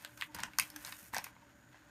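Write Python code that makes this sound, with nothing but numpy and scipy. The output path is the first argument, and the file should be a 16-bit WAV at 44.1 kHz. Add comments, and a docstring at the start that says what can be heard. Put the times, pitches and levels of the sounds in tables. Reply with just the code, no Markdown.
"""A hand picks at a plastic battery packet on a table in a small room.
First the stiff film crinkles and buckles in scattered snaps, the sharpest near 0.6 s, with soft bumps
on the table. Then it slides under the fingers with a bright hiss. From about 1.1 s, amid more snaps,
the batteries inside give their hardest knocks on the table, and a few faint ones end the scene.
All along, the room adds a short echo over faint noise, a low hum, a hollow tone and a few soft blips."""
import sys
import numpy as np
from scipy import signal
from scipy.io import wavfile

SR = 44100
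rng = np.random.default_rng(int(sys.argv[2]) if len(sys.argv) > 2 else 0)


def unload_wav(signal):
    """Save mono or channel-first audio to the path in sys.argv[1] as 16-bit WAV at rate SR, clipped to [-1, 1]."""
    wavfile.write(
        sys.argv[1],
        SR,
        np.round(np.clip(np.atleast_2d(signal).T, -1, 1) * 32767).astype(np.int16),
    )


N = 83790
TOP_HZ = 15500  # upper edge of the sound
BURST_S = .007  # a snap or knock has the energy of its level held for this long

# The ways a patch of film rings: (multiple of its pitch [ratio], level [dB])
FILM_MODES = [(.6, -6.5), (1, 3), (1.77, -7), (2.43, -19.5)]
def snap(hz, patch_db, crack_db, fizz_db, crack_hz, decay_ms, size=1024):
    """A crease flips: one kick and a dying flurry of slips ring a patch of film and spray treble."""
    patch_top_hz, crack_top_hz = 3200, 8620
    t = np.arange(size) / SR
    decay_s = decay_ms / 1000
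    flurry = np.exp(-t / decay_s) * (1 - np.exp(-t / .00013))
    flex = np.exp(-t / decay_s / 1.01) * (1 - np.exp(-t / .00018))  # the patch bends more slowly
    slips = rng.standard_normal((3, size)) * [flex, flurry, flurry]
    slips[:, 0] += 1.67 * np.sqrt(decay_ms)  # the first kick
    ring = sum(amp(db) * resonate(slips[0], hz * ratio, q=3.2) for ratio, db in FILM_MODES)
    ring = band(ring, .48 * hz, "highpass", order=4)  # a patch gives off little far below its pitch
    patch = band(ring, patch_top_hz, "lowpass", order=2)
    crease = resonate(slips[1], crack_hz, q=2.37)
    crack = band(crease, [patch_top_hz, crack_top_hz], "bandpass", order=2)
    fizz = band(slips[2], [crack_top_hz, TOP_HZ], "bandpass")
    burst = at_level(patch, patch_db) + at_level(crack, crack_db) + at_level(fizz, fizz_db)
    return np.sqrt(BURST_S * SR / size) * burst


# The ways a knock rings: (multiple of its pitch [ratio], level [dB], fade time [s])
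BATTERY_MODES = [(.48, -9, 0.0011), (1, 7.5, 0.0012), (2.05, -0.5, 0.0017)]
def knock(hz, db, contact_s=.00052, size=1024):
    """A battery hits the table through the film: a few tones that die almost at once."""
    t = np.arange(size) / SR
    ring = sum(amp(mode_db) * np.exp(-t / decay_s) * np.sin(2 * np.pi * hz * ratio * t)
               for ratio, mode_db, decay_s in BATTERY_MODES)
    return np.sqrt(BURST_S * SR / size) * at_level(ring * (1 - np.exp(-t / contact_s)), db)


# How loud the dull crumpling is: (time [s], level [dB])
CRUMPLE_LEVELS = [(0, -62.5), (.04, -61), (.12, -65.5), (.17, -75), (.205, -57.5), (.24, -72), (.29, -76),
                  (.335, -62), (.36, -55.5), (.44, -56.5), (.5, -66.5), (.7, -64), (.8, -64.5), (.835, -63),
                  (.88, -51.5), (.95, -74), (1.115, -77), (1.135, -50), (1.17, -51), (1.21, -62.5),
                  (1.275, -56.5), (1.31, -70.5), (1.7, -72.5), (1.75, -64), (1.79, -69.5)]
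# Its mix of low and high sound: (frequency [Hz], level [dB])
CRUMPLE_TONE = [(100, 2.5), (450, -8), (900, 4), (1900, 2.5), (3200, -3.5), (6000, -9), (10000, -15.5),
                (16000, -49)]
# How loud the bright hiss of sliding film is: (time [s], level [dB])
SLIDE_LEVELS = [(0, -58.5), (.13, -68.5), (.205, -58.5), (.24, -55.5), (.29, -74), (.39, -70), (.46, -60),
                (.485, -72), (.575, -66.5), (.605, -39.5), (.66, -56.5), (.745, -65), (.77, -58.5),
                (.83, -55), (.865, -47.5), (.94, -56), (1.0, -53), (1.085, -58.5), (1.118, -72),
                (1.14, -46), (1.19, -58), (1.225, -62), (1.27, -57.5), (1.32, -76)]
# Its mix of low and high sound: (frequency [Hz], level [dB])
SLIDE_TONE = [(200, -25), (1500, 4), (4000, -5), (7000, 3), (11000, 6), (16000, 8)]
def crinkle():
    """The film crumples and slides under the fingers."""
    crumple = gain_curve(CRUMPLE_LEVELS) * tiny_slips(CRUMPLE_TONE, per_s=1500, spread_db=3)
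    slide = gain_curve(SLIDE_LEVELS) * tiny_slips(SLIDE_TONE, per_s=5600, spread_db=5)
    return crumple + slide


def tiny_slips(tone, per_s, spread_db):
    """Thousands of slips of uneven size each make a click and blur into a rustle."""
    sizes = amp(spread_db * np.minimum(rng.exponential(1, N), 4))
    clicks = sizes * rng.choice([-1, 1], N) * (rng.random(N) < per_s / SR)
    return at_level(band(shape_tone(clicks, tone), TOP_HZ, "lowpass"))


# The film buckling: (time [s], patch pitch [Hz], patch level [dB], crack level [dB],
# fizz level [dB], crack pitch [Hz], fade time [ms])
FILM_SNAPS = [(0.0484, 1560, -46, -46.5, -50, 4020, 0.26), (.1750, 1350, -55, -56.5, -56.5, 5500, 3.4),
              (0.212, 2250, -41, -52.5, -48.5, 3830, 0.69), (0.2224, 1890, -35.5, -51, -60, 5450, 0.23),
              (0.3469, 990, -47, -46.5, -43, 5760, 4.2), (.3645, 1460, -54.5, -66, -54, 5500, 1.3),
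              (0.387, 1050, -46, -54, -56, 5750, 2.6), (0.394, 1560, -45.5, -65, -56, 5040, 2.7),
              (0.4027, 1800, -51, -49.5, -51.5, 5560, 2.5), (0.432, 1400, -47, -55, -54, 5000, 2.4),
              (0.4346, 1850, -36.5, -37.5, -47, 6500, 0.76), (0.5344, 2400, -55.5, -74, -68, 4580, 1.6),
              (0.5864, 2300, -33, -27, -31, 6970, 0.35), (.5884, 1470, -37, -44.5, -51, 5960, 0.5),
              (0.5973, 2600, -30, -37.5, -26.5, 5300, 1.4), (.6240, 2550, -46, -52, -62, 5500, 3),
              (0.702, 1650, -65, -54.5, -49.5, 5200, 0.7), (0.7614, 1670, -48.5, -47.5, -44.5, 6000, 2.4),
              (0.849, 970, -54.5, -43.5, -60, 5700, 1.3), (0.8717, 1580, -59, -51, -67, 4900, 1.7),
              (0.9237, 2090, -45, -54, -50, 4300, 2.5), (1.1456, 1850, -40, -43, -43.5, 5930, 0.7),
              (1.1659, 1840, -40.5, -40.5, -50, 5460, 2), (1.1744, 2300, -48.5, -49, -57, 4500, 2.2),
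              (1.1823, 2300, -46, -40.5, -41, 7000, 1.2), (1.2419, 2220, -48, -47, -40.5, 6800, 3.6)]
# Batteries hitting the table: (time [s], pitch [Hz], level [dB])
BATTERY_KNOCKS = [(.048, 520, -62), (.2226, 1183, -43.5), (1.1366, 970, -41.5), (1.1662, 761, -38),
                  (1.1864, 930, -44), (1.2665, 1125, -50), (1.365, 1040, -59.5), (1.744, 820, -59.5)]
# The overall tone of the snaps, knocks and crinkling, with a narrow dip in the high treble:
# (frequency [Hz], boost or cut [dB])
OVERALL_TONE = [(60, -33), (300, -14), (450, -2), (700, 1), (1000, 2.5), (1250, -3), (1500, 2.5),
                (2000, 1.5), (2800, 0), (3600, 0), (6500, -0.5), (7800, -3.5), (9000, -0.5), (9800, -3),
                (10500, -8), (11600, 0), (13200, -6.5), (14300, -4), (15200, -7.5)]
def packet():
    """The handled packet: snaps and knocks over crinkling film."""
    out = crinkle()
    for start_s, *settings in FILM_SNAPS:
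        add(out, start_s, snap(*settings))
    for start_s, *settings in BATTERY_KNOCKS:
        add(out, start_s, knock(*settings))
    return shape_tone(out, OVERALL_TONE)


# Soft bumps on the table: (time [s], level [dB], fade time [s])
TABLE_BUMPS = [(0.346, -46, 0.02), (0.395, -55.5, 0.041), (0.436, -51.5, 0.026), (0.587, -54, 0.037),
               (0.774, -65.5, 0.074), (0.87, -64.5, 0.038), (1.02, -56, 0.018), (1.131, -44.5, 0.011),
               (1.166, -50, 0.023)]
# Their deep, dull sound: (frequency [Hz], level [dB])
BUMP_TONE = [(25, -55), (65, 5), (130, -8), (220, -2.5), (400, -17.5), (800, -16), (3000, -117)]
def table_bumps(rise_s=.0035):
    """Hand and packet bump the table, making low thuds that die quickly."""
    out, t = np.zeros(N), np.arange(SR // 4) / SR
    for start_s, db, decay_s in TABLE_BUMPS:
        thud = at_level(shape_tone(rng.standard_normal(len(t)), BUMP_TONE), db)
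        add(out, start_s, thud * np.exp(-t / decay_s) * (1 - np.exp(-t / rise_s)))
    return out


# How long the room's echo lasts: (frequency [Hz], time to fade by 60 dB [s])
ECHO_FADE = [(150, 0.17), (1500, 0.16), (5000, 0.11), (15000, 0.18)]
# The tone of the echo: (frequency [Hz], boost or cut [dB])
ECHO_TONE = [(200, 1.5), (800, 0), (1300, 0), (2000, 1), (2900, 4), (4000, 2.5), (15000, -10)]
def room_echo(x, bounces_per_s=6000, build_s=.0021, echo_db=-6.5):
    """Sound bounces around the small room so often that it blurs into a short tail."""
    size = SR // 2
    bounces = rng.standard_normal(size) * (rng.random(size) < bounces_per_s / SR)
    hz, t, spectrum = signal.stft(bounces, SR, nperseg=256)
    fade = amp(-60 * t / look_up(ECHO_FADE, hz)[:, None])
    _, tail = signal.istft(spectrum * fade, SR, nperseg=256)
    tail *= np.clip(np.arange(len(tail)) / SR / build_s, 0, 1) ** 2
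    echo = signal.fftconvolve(x, tail / np.linalg.norm(tail))[:N]
    return amp(echo_db) * shape_tone(echo, ECHO_TONE)


# Faint, short ringing notes: (time [s], pitch [Hz], level [dB], length [s])
SOFT_BLIPS = [(0.284, 910, -64.5, 0.037), (0.473, 908, -60, 0.019), (.699, 5330, -68, .032),
              (1.421, 925, -64, 0.021)]
def blips():
    """Soft notes swell and fade with a slightly unsteady pitch."""
    out = np.zeros(N)
    for start_s, hz, db, length_s in SOFT_BLIPS:
        t = np.arange(0, length_s, 1 / SR)
        tone = np.sin(2 * np.pi * hz * t + .7 * wobble(speed_hz=45)[:len(t)])
        add(out, start_s, at_level(tone * np.sin(np.pi * t / length_s), db))
    return out


# The tones of the hum: (pitch [Hz], level [dB])
HUM_TONES = [(119.5, -71), (583, -75.5)]
# How loud the hollow low tone is: (time [s], level [dB])
HOLLOW_LEVELS = [(0, -76.5), (.26, -69), (.31, -61), (.45, -60.5), (.55, -63.5), (.71, -65), (.785, -54.5),
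                 (.84, -74.5), (1.49, -72.5), (1.54, -59.5), (1.58, -84.5), (1.9, -67)]
def hum(hollow_hz=301.3, wobble_hz=18):
    """A low hum and a hollow tone that swells and fades, both wavering in loudness and pitch."""
    out, t = np.zeros(N), np.arange(N) / SR
    tones = [(hz, amp(db)) for hz, db in HUM_TONES] + [(hollow_hz, gain_curve(HOLLOW_LEVELS))]
    for hz, gain in tones:
        flutter = 1 + .53 * wobble(wobble_hz)
        tone = np.sin(2 * np.pi * hz * t + .56 * wobble(wobble_hz))
        out += gain * at_level(flutter * tone)
    return out


# The room's steady noise: (frequency [Hz], relative level [dB])
NOISE_TONE = [(20, -27), (40, -18.5), (60, -1), (90, -7.5), (150, -8), (260, -6), (420, -18), (650, -16.5),
              (900, -21.5), (1200, -17.5), (1550, -9), (2200, -30.5), (3000, -28), (5000, -41),
              (6200, -29.5), (6900, -19.5), (7700, -35.5), (10500, -48.5), (15000, -40)]
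def room_noise():
    """A faint, even rush, strongest in the bass."""
    return at_level(shape_tone(rng.standard_normal(N), NOISE_TONE), db=-65.5)


def amp(db):
    """Turns decibels into a multiplier."""
    return 10 ** (np.asarray(db) / 20)


def at_level(x, db=0):
    """Scales a sound to an average (rms) level; 0 dB means 1."""
    return amp(db) * x / np.sqrt(np.mean(x ** 2) + 1e-20)


def look_up(points, hz):
    """Reads between a table's rows, with frequency spaced by octaves."""
    row_hz, values = np.transpose(points)
    return np.interp(np.log(hz + 1), np.log(row_hz + 1), values)


def gain_curve(points):
    """Joins rows of (time [s], level [dB]) into a multiplier for each sample."""
    return amp(np.interp(np.arange(N) / SR, *np.transpose(points)))


def add(mix, start_s, sound):
    """Mixes a sound in at a given time."""
    part = mix[round(start_s * SR):][:len(sound)]
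    part += sound[:len(part)]


def shape_tone(x, points, size=4096):
    """Boosts or cuts each frequency as a table says, never ringing ahead of the sound."""
    log_gain = np.log(amp(look_up(points, abs(np.fft.fftfreq(size, 1 / SR)))))
    response = np.exp(np.conj(signal.hilbert(log_gain)))
    taps = np.fft.ifft(response).real
    return signal.fftconvolve(x, taps[:size // 2])[:len(x)]


def band(x, hz, kind, order=3):
    """Keeps only the lows, the highs or a range between."""
    return signal.sosfilt(signal.butter(order, hz, kind, fs=SR, output="sos"), x)


def resonate(x, hz, q):
    """Makes a sound ring at one pitch; a higher q rings longer."""
    return signal.lfilter(*signal.iirpeak(hz, q, SR), x)


def wobble(speed_hz):
    """A smooth random wavering, about 1 in size."""
    keep_slow = np.exp(-(np.fft.fftfreq(N, 1 / SR) / speed_hz) ** 2)
    return at_level(np.fft.ifft(np.fft.fft(rng.standard_normal(N)) * keep_slow).real)


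def scene(echo_count=3, cycles_per_s=22):
    """Packet and table in the room; echoes take turns, keeping the tail smooth and free of ringing."""
    near = packet() + table_bumps()
    turn = 2 * np.pi * cycles_per_s * np.arange(N) / SR
    shares = np.maximum([np.cos(turn + 2 * np.pi * k / echo_count) for k in range(echo_count)], 0)
    shares /= np.linalg.norm(shares, axis=0)  # keeps the total power steady
    echoes = sum(room_echo(near * share) for share in shares)
    return (near + echoes + blips() + hum() + room_noise())[None]


def record(dry):
    """Cuts off the very highest treble."""
    lowpass = signal.firwin(255, TOP_HZ, window=("kaiser", 8), fs=SR)
    return signal.oaconvolve(dry, lowpass[None], "same")


dry = scene()
out = record(dry)
unload_wav(out)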